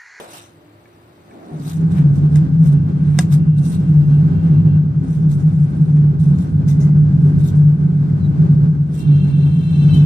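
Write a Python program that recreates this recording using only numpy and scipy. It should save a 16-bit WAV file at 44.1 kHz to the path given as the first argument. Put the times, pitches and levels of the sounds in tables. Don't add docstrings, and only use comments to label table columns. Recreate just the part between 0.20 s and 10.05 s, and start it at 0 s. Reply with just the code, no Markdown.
import sys
import numpy as np
from scipy import signal
from scipy.fft import rfft, irfft, next_fast_len
from scipy.io import wavfile
from scipy.ndimage import uniform_filter1d, minimum_filter1d

SR = 44100
rng = np.random.default_rng(int(sys.argv[2]) if len(sys.argv) > 2 else 0)


def transcribe(signal):
    frames = np.atleast_2d(signal).T
    limited = np.clip(frames, -1, 1)
    pcm = np.round(limited * 32767).astype(np.int16)
    wavfile.write(sys.argv[1], SR, pcm)


def invert_db(level):
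    return 10 ** (np.asarray(level, dtype=float) / 20)


N = 434385

# t/s, level/dB
BLAST_SWELL = [(1.0, -45), (1.88, -32), (3.28, -36.5), (4.15, -31.5), (4.57, -33.5), (4.61, -37),
               (7.42, -32.5), (7.49, -36.5), (8.44, -31.5), (8.5, -38), (8.77, -38.5), (8.84, -33.5),
               (9.46, -37), (9.8, -30)]
BLAST_USUAL_DB = -33.5
# f/Hz, left over right/dB
PORT_BALANCE = [(60, .7), (150, 0), (350, -2), (700, 1), (2000, 3), (5000, 2), (8000, -3), (14000, -3)]
STROKE_SHAPE, STROKE_EDGE_DB = 1.3, -21


def evened(x):
    return x / np.sqrt(np.mean(x ** 2) + 1e-20)


def read(points, hz):
    f, value = np.transpose(points)
    return np.interp(np.log(hz + 1), np.log(f + 1), value)


def curve(rows, column=1, outside=None):
    rows = np.array(rows)
    return np.interp(np.arange(N) / SR, rows[:, 0], rows[:, column], outside, outside)


def colour(x, points):
    size = next_fast_len(N, True)
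    gain = invert_db(read(points, np.fft.rfftfreq(size, 1 / SR)))
    return irfft(rfft(x, size) * gain, size)[..., :N]


def resonate(x, hz, width_hz):
    turn = np.exp(2j * np.pi * np.cumsum(hz * np.ones(x.shape[-1])) / SR)
    r = np.exp(-np.pi * width_hz / SR)
    return 2 * (turn * signal.lfilter([1 - r], [1, -r], x / turn)).real


def resonate_twice(x, hz, width_hz):
    return evened(resonate(resonate(x, hz, width_hz), hz, width_hz))


def wander(lo_hz, hi_hz, count):
    t = np.arange(N) / SR
    coarse = t[::100]
    sines = [np.sin(2 * np.pi * (f * coarse + rng.random())) for f in np.geomspace(lo_hz, hi_hz, count)]
    return np.interp(t, coarse, evened(sum(sines)))


def grains(shape, per_s=4000, spread_db=2.5):
    hits = rng.standard_normal(shape) * (rng.random(shape) < per_s / SR)
    return hits * invert_db(spread_db * np.minimum(rng.exponential(1, shape), 4))


def ports(x, other):
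    # f/Hz, likeness of the ports (0-1)
    likeness = [(60, .975), (170, .965), (300, .7), (600, .5), (1600, .45), (4000, .2), (15000, .1)]
    lag_samples = 20
    size = next_fast_len(N, True)
    hz, z = np.fft.rfftfreq(size, 1 / SR), rfft(x, size)
    same, half = read(likeness, hz), invert_db(read(PORT_BALANCE, hz) / 2)
    late = np.exp(-2j * np.pi * hz * lag_samples / SR * hz ** 2 / (hz ** 2 + 400 ** 2))
    left = (same * z * late + np.sqrt(1 - same ** 2) * rfft(other, size)) * half
    return irfft(np.array([left, z / half]), size)[:, :N]


def near(x, other, alike):
    lag_samples = 17
    left = alike * np.roll(x, lag_samples) + np.sqrt(1 - alike ** 2) * other
    return np.array([colour(left, [(f, db / 2) for f, db in PORT_BALANCE]),
                     colour(x, [(f, -db / 2) for f, db in PORT_BALANCE])])


def band_even(x, lo_hz, hi_hz):
    sos = signal.butter(4, [lo_hz, hi_hz], "band", fs=SR, output="sos")
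    return x / np.std(signal.sosfilt(sos, x.mean(0)))


def shop():
    # f/Hz, relative density/dB per Hz
    shop_colour = [(15, -53), (25, -26), (106, 8), (196, -1.5), (293, 3.5), (404, 0), (1280, -8.5),
                   (2300, -15.5), (3440, -20.5), (4870, -22.5), (5720, -56), (7680, -40), (15000, -26)]
    # f/Hz, level/dB
    hum_rows = [(107.7, -61), (160, -59.5), (301.5, -59), (344.5, -55.5), (602.9, -67)]
    # t/s, level/dB
    drag_level = [(1.08, -49), (1.14, -42), (1.35, -40), (1.55, -57)]
    # f/Hz, relative density/dB per Hz
    drag_colour = [(120, -30.5), (240, -3), (340, -1.5), (560, -10), (700, -3.5), (850, -13.5), (2000, -27),
                   (4000, -60.5)]
    # f/Hz, relative density/dB per Hz
    thud_colour = [(40, -70.0), (150, -10.5), (300, -5.5), (600, 0.0), (1200, -12.0), (3000, -23.0),
                   (12000, -44.0)]
    t = np.arange(N) / SR
    x = evened(ports(*colour(rng.standard_normal((2, N)), shop_colour)))
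    x *= invert_db(-49.5) * np.clip((1.7 - t) / 0.057, 0, 1)
    hum_fade = np.clip((1.6 - t[:2 * SR]) / 0.45, 0, 1)
    for hz, db in hum_rows:
        hum = evened(resonate(resonate(rng.standard_normal(2 * SR), hz, 9.9), hz, 7.9))
        x[:, :2 * SR] += invert_db(db) * hum * hum_fade
    thud = evened(ports(*colour(rng.standard_normal((2, N)), thud_colour)))
    thud *= invert_db(-34.0 - 60 * t / 0.5)
    note = invert_db(-53 - 60 * t / 1.6) * evened(resonate(rng.standard_normal(N), 585, 12))
    drag = evened(ports(*colour(rng.standard_normal((2, N)), drag_colour)))
    return x + thud + note + drag * invert_db(curve(drag_level, outside=-99))


def strokes():
    # peak t/s, flow/dB, rise/s, fall/s, low scrape re flow/dB
    stroke_rows = [(0.151, -47, 0.099, 0.16, -4), (1.5, -47, 0.14, 0.14, -5.5),
                   (1.72, -55, 0.024, 0.05, -0.5), (1.782, -53.5, 0.074, 0.08, 7),
                   (1.959, -57.5, 0.056, 0.11, -11), (2.175, -50.5, 0.068, 0.032, 1),
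                   (2.47, -51, 0.077, 0.058, -2.5), (2.529, -55, .025, .025, -6),
                   (2.91, -65, 0.24, 0.39, 8), (3.009, -43.5, 0.057, 0.043, 2),
                   (3.133, -40, 0.033, 0.049, -7.5), (3.39, -52, 0.021, 0.017, -15),
                   (3.459, -48, 0.04, 0.05, -18), (3.541, -49.5, 0.11, 0.059, -6),
                   (4.28, -67, .2, 0.12, 10), (4.94, -57, 0.18, 0.15, -2), (5.12, -51.5, 0.043, 0.072, -8),
                   (5.21, -58.5, 0.046, .08, -5), (5.77, -64, 0.024, 0.06, 5.5),
                   (6.001, -56.5, 0.019, 0.23, -9.5), (6.229, -57, 0.12, 0.14, -10.5),
                   (6.489, -50, 0.023, 0.098, -5.5), (6.61, -54.5, 0.02, 0.098, -18.5),
                   (7.052, -61.5, 0.12, 0.17, -8.5), (7.2, -54.5, 0.016, 0.071, -3),
                   (7.281, -48, 0.089, .06, -15), (7.36, -58, .04, 0.092, -10.5),
                   (8.75, -52.5, 0.041, 0.088, -4), (8.801, -51.5, 0.057, 0.07, -12),
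                   (9.091, -61, 0.11, 0.028, 2.5), (9.75, -51, 0.023, 0.094, -17.5)]
    # t/s, flow/dB
    stir_level = [(0, -50.5), (.35, -73.5), (1.0, -70), (1.4, -64.5), (1.7, -69.5), (3.3, -75),
                  (3.62, -62.5), (4.0, -68), (4.45, -80), (4.65, -89), (5.3, -64), (5.75, -67), (5.9, -90),
                  (6.3, -74), (7.6, -71.5), (8.4, -71), (8.55, -75.5), (8.9, -65), (9.7, -60.5),
                  (9.85, -63.5)]
    stir_body_db = 0.5
    t = np.arange(0, N, 50) / SR
    flow = invert_db(curve(stir_level)[::50]) ** 2
    body = flow * invert_db(stir_body_db) ** 2
    for s, db, rise_s, fall_s, body_db in stroke_rows:
        away = np.where(t < s, (s - t) / rise_s, (t - s) / fall_s)
        power = invert_db(db + STROKE_EDGE_DB * away ** STROKE_SHAPE) ** 2
        flow = flow + power
        body = body + power * invert_db(body_db) ** 2
    return [np.interp(np.arange(N) / SR, t, np.sqrt(p)) for p in (flow, body)]


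def patchy(x, patch_db):
    z = signal.stft(x, nperseg=256)[2]
    patches = uniform_filter1d(rng.standard_normal(z.shape[1:]), size=5, axis=0)
    patches = evened(uniform_filter1d(patches, size=8, axis=1))
    y = signal.istft(z * invert_db(patch_db * patches), nperseg=256)[1][:, :N]
    return evened(y) * np.std(x)


def sand():
    # f/Hz, relative density/dB per Hz
    hiss_colour = [(1470, -29.5), (2500, -4), (2840, -7), (3760, 7.5), (4540, -2), (6000, 3), (7190, -2),
                   (8820, 5.5), (10700, -6.5), (13500, -5), (15200, -14.5)]
    # f/Hz, relative density/dB per Hz
    scrape_colour = [(300, -27), (700, 4), (1500, 0), (2600, -8), (4000, -18.5), (9000, -66.5)]
    brighten_db_per_db = 0.56
    flow, scrape = strokes()
    hits = grains((4, N))
    hiss = band_even(near(*colour(hits[:2], hiss_colour), alike=.35), lo_hz=4500, hi_hz=13000)
    top = colour(hiss, [(9500, -60), (10500, 0)])
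    top_db = np.minimum(brighten_db_per_db * (20 * np.log10(flow) + 55), 4)
    hiss += top * (invert_db(top_db) - 1)
    body = band_even(near(*colour(hits[2:], scrape_colour), alike=.4), lo_hz=1200, hi_hz=2600)
    return flow * patchy(hiss, patch_db=3) + scrape * body


def edges():
    bright_rows = [(.155, 2800, -45.5, 0.066, 0.11), (2.47, 5930, -55, 0.043, 0.043),
                   (3.45, 5930, -50, 0.049, 0.13), (3.49, 8850, -44.5, .1, 0.11),
                   (3.55, 3820, -49.5, .06, 0.039), (5.126, 5960, -58, .03, 0.1),
                   (6.49, 6050, -43.5, 0.018, 0.066), (6.61, 6400, -47.5, 0.017, .08),
                   (6.615, 4910, -57, 0.017, 0.053)]
    width_share = 0.25
    t, out = np.arange(-SR // 4, SR // 4) / SR, np.zeros((2, N + SR))
    for s, hz, db, rise_s, fall_s in bright_rows:
        band = resonate_twice(grains((2, len(t))), hz, width_share * hz)
        away = np.where(t < 0, -t / rise_s, t / fall_s)
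        out[:, round(s * SR):][:, :len(t)] += band * invert_db(db + STROKE_EDGE_DB * away ** STROKE_SHAPE)
    return near(*out[:, SR // 4:][:, :N], alike=0.088)


def modes(rows, t):
    return sum(invert_db(db - 60 * t / t60_s) * np.sin(2 * np.pi * hz * t) for hz, db, t60_s in rows)


def knocks():
    # t/s, relative level/dB
    tick_rows = [(.657, -51), (1.111, -50)]
    # f/Hz, relative level/dB, t60/s
    tick_modes = [(1750, 1, 0.047), (2240, 2, 0.044), (1980, -2, 0.015), (2500, -9, .012), (3400, -8, .008)]
    # t/s, relative level/dB, ring re crack/dB, crack t60/s
    knock_rows = [(2.157, -22, -13.5, 0.012), (2.9882, -8.5, -7, 0.022), (6.186, -34, -21, 0.017),
                  (6.479, -33, -14, 0.018)]
    # f/Hz, relative level/dB, t60/s
    scoop_modes = [(555, -8, 0.043), (727, -2, 0.04), (1010, -5, 0.026), (1655, 0, 0.037), (1995, 1, 0.024),
                   (2800, -8, 0.034), (3690, -4.5, 0.034), (5170, -10.5, 0.04), (6200, -4.5, 0.025),
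                   (8570, 0, 0.026)]
    # t/s, relative level/dB
    tap_rows = [(6.485, -54), (6.625, -54)]
    # f/Hz, relative level/dB, t60/s
    flask_modes = [(2035, 0, .6), (2012, -5, .4), (4945, -6, .5)]
    # f/Hz, gain/dB
    work_colour = [(300, -1.5), (600, 1.5), (3000, -1.0), (6000, -1.0), (9000, -5.0), (11000, -21.0),
                   (16000, -24.5)]
    t, out = np.arange(SR // 2) / SR, np.zeros((2, N + SR))
    scoop = modes(scoop_modes, t)
    spray = invert_db(-17 - 60 * t / .2)
    onset = np.minimum(t / .0006, 1)
    for s, db, ring_db, t60_s in knock_rows:
        crack = np.diff(rng.standard_normal((2, len(t) + 1))) * (invert_db(-60 * t / t60_s) + spray)
        out[:, round(s * SR):][:, :len(t)] += invert_db(db) * (crack + invert_db(ring_db) * scoop) * onset
    for rows, ring in ((tick_rows, modes(tick_modes, t)), (tap_rows, modes(flask_modes, t))):
        for s, db in rows:
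            out[:, round(s * SR):][:, :len(t)] += invert_db(db) * ring
    return near(*colour(out[:, :N], work_colour), alike=0.28)


def nearing(step_db):
    entry_s, fade_s = 1.307, .4
    t = np.arange(N) / SR - entry_s
    return np.clip(t / .012, 0, 1) * invert_db(step_db * np.clip(1 - t / fade_s, 0, 1))


def blast():
    # f/Hz, relative density/dB per Hz
    blast_colour = [(100, -45.5), (180, -3.5), (240, -0.5), (400, -12), (550, -21), (800, -26.5),
                    (1250, -27), (2100, -39.5), (2600, -42.5), (5000, -48), (9000, -57), (10500, -61.5),
                    (15000, -83.5)]
    # f/Hz, width per pass/Hz, level re turbulence/dB
    pipe_rows = [(1530, 170, -29), (267, 24, -12), (319, 16, -16), (395, 26, -19), (800, 150, -30)]
    # f/Hz, relative density/dB per Hz
    rumble_colour = [(20, -46), (45, -37), (65, -10), (76, -11), (100, 0), (125, -9), (172, -5), (200, -12),
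                     (240, -26), (400, -140)]
    rumble_db, rumble_follow = -21, 0.94
    z, t = rng.standard_normal((4, N)), np.arange(N) / SR
    swell_db = curve(BLAST_SWELL)
    x = evened(colour(z[:2], blast_colour))
    for hz, width_hz, db in pipe_rows:
        x += invert_db(db) * resonate_twice(z[:2], hz, width_hz)
    roar = band_even(ports(*x), lo_hz=250, hi_hz=900) * invert_db(swell_db)
    roar *= invert_db(1.5 * wander(2, 14, 16))
    deep = evened(ports(*colour(z[2:], rumble_colour))) * nearing(step_db=-16)
    deep *= invert_db(rumble_db + rumble_follow * (swell_db - BLAST_USUAL_DB))
    return roar * np.clip((t - .95) / 0.43, 0, 1) + deep


def boom():
    # f/Hz, width per pass/Hz, level at the usual blast/dB
    flue_modes = [(146.85, 9.2, -16.5), (162.55, 10.4, -18.5), (182.33, 17, -26.5)]
    # peak t/s, level/dB, time to 24 dB down/s, pitch/Hz
    swell_rows = [(1.348, -30, 0.0902, 154), (1.642, -14, .14, 159), (1.868, -10, 0.161, 146),
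                  (2.177, -8, 0.07, 150), (2.363, -15.5, 0.2, 145), (2.546, -8, .2, 146),
                  (2.924, -11, 0.15, 150), (3.137, -9, 0.088, 146), (3.3, -12, 0.08, 149),
                  (3.407, -11, 0.041, 151), (3.701, -7.5, 0.051, 151), (3.786, -8, 0.082, 151),
                  (4.123, -17.5, 0.091, 147), (4.336, -15, 0.14, 149), (4.577, -12.5, 0.11, 153),
                  (4.98, -10.5, 0.072, 150), (5.133, -12.5, 0.077, 146), (5.255, -11, 0.097, 153),
                  (5.398, -11, 0.11, 146), (5.825, -10.5, 0.36, 150), (6.091, -11, 0.17, 146),
                  (6.406, -11.5, 0.049, 152), (6.559, -11, 0.15, 147), (6.83, -10.5, 0.15, 149),
                  (7.065, -15, 0.22, 146), (7.438, -7.5, 0.19, 148), (7.66, -9, 0.072, 148),
                  (7.828, -13, 0.18, 145), (8.201, -9.5, 0.13, 147), (8.451, -9.5, 0.18, 149),
                  (8.599, -15, 0.11, 146), (8.722, -22.5, 0.061, 144), (8.933, -10.5, 0.12, 143),
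                  (9.137, -9.5, 0.19, 146), (9.311, -13, 0.24, 144), (9.595, -8, 0.11, 146)]
    follow, waver_hz, throb_db = 0.8, 1.28, 2.5
    t = np.arange(N) / SR
    coarse = t[::100]
    powers = np.array([invert_db(db - 24 * ((coarse - s) / length_s) ** 2) ** 2 + 1e-30
                       for s, db, length_s, _ in swell_rows])
    swell = np.interp(t, coarse, np.sqrt(powers.sum(0)))
    pitch_hz = np.interp(t, coarse, np.array(swell_rows)[:, 3] @ powers / powers.sum(0))
    hz = pitch_hz + waver_hz * wander(.5, 6, 12)
    tone = np.sqrt(2) * np.sin(2 * np.pi * np.cumsum(hz) / SR) * swell * nearing(step_db=0)
    gusts = np.zeros((2, N))
    for f, width_hz, db in flue_modes:
        mode = resonate_twice(rng.standard_normal((2, N)), f, width_hz)
        gusts += invert_db(db + throb_db * wander(.5, 6, 12)) * mode
    gusts *= invert_db(follow * (curve(BLAST_SWELL) - BLAST_USUAL_DB)) * nearing(step_db=-19)
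    scattered = tone * np.sin(np.cumsum(hz - flue_modes[0][0]) * 8 / SR)
    return ports(tone + gusts[0], scattered + gusts[1])


def whine():
    # t/s, tooth rate/Hz, level/dB, tilt/dB per multiple away from the sixth
    motor_runs = [
        [(2.0, 459, -80, -3), (2.65, 459, -78, -3), (2.8, 459, -74, -2), (3.65, 459, -69, -8),
         (3.85, 458, -70, -9), (3.91, 458, -68, -2), (3.98, 458, -69, -3), (4.03, 458, -80, -3),
         (4.15, 458, -70, -3), (4.39, 458, -70, -1.5), (4.45, 458, -78, -2), (4.5, 458.5, -68, -2),
         (4.56, 458.5, -68, -2), (4.59, 458.5, -82, -1)],
        [(8.75, 458, -70, -1), (8.81, 457, -58, -1), (9.3, 451, -58.5, -.5), (9.48, 449, -58, 0),
         (9.55, 448, -55, 0), (9.7, 443.5, -53.5, .5), (9.76, 440.3, -52.5, 1.5), (9.8, 438, -54, 1),
         (9.85, 436, -57, 0)],
    ]
    # multiple, relative level/dB
    order_rows = [(5, -6.5), (6, 5.5), (7, 2.5), (8, 0), (9, 3), (10, -9), (12, -13), (13, -14), (14, -11),
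                  (19, -12)]
    # flutter width per pass/Hz, steady share
    flutter_rows = [(24, .9), (55, .2)]
    # f/Hz, width/Hz, lift/dB
    housing = (3082, 22, 26)
    out = np.zeros((2, N))
    for rows, (width_hz, steady) in zip(motor_runs, flutter_rows):
        span = slice(round(rows[0][0] * SR), round(rows[-1][0] * SR))
        hz, level_db, tilt_db = (curve(rows, column=c)[span] for c in range(1, 4))
        for k, db in order_rows:
            flutter = resonate_twice(rng.standard_normal((2, len(hz))), k * hz, width_hz)
            lift_db = housing[2] / (1 + ((k * hz - housing[0]) / housing[1]) ** 2)
            tone = steady * invert_db(lift_db) * np.sin(2 * np.pi * k * np.cumsum(hz) / SR)
            gain_db = db + level_db + np.minimum(tilt_db * abs(k - 6), 4)
            out[:, span] += invert_db(gain_db) * (flutter + tone)
    return out * invert_db([[2], [-2]])


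def squeak():
    # t/s, f/Hz, relative level/dB
    squeak_rows = [(7.995, 4220, -68), (8.03, 3980, -59), (8.06, 3880, -53), (8.075, 3860, -66)]
    hz = curve(squeak_rows)
    x = np.sin(2 * np.pi * np.cumsum(hz) / SR)
    x = x + .5 * evened(resonate(rng.standard_normal(N), hz, 90))
    level_db = uniform_filter1d(curve(squeak_rows, column=2, outside=-100), 300)
    return x * invert_db(level_db) * invert_db([[3], [-6]])


def scene():
    return shop() + sand() + edges() + knocks() + blast() + boom() + whine() + squeak()


def roll_off(x):
    return signal.sosfilt(signal.butter(12, 15340, fs=SR, output="sos"), x)


def record(dry):
    # f/Hz, gain/dB
    band_limit = [(15150, 0), (15400, -60)]
    peak = uniform_filter1d(-minimum_filter1d(-abs(dry).max(0), size=600), size=600)
    held = dry * np.minimum(1, .82 / (peak + 1e-9))
    mix = colour(held, band_limit)
    return roll_off(mix)


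dry = scene()
out = record(dry)
transcribe(out)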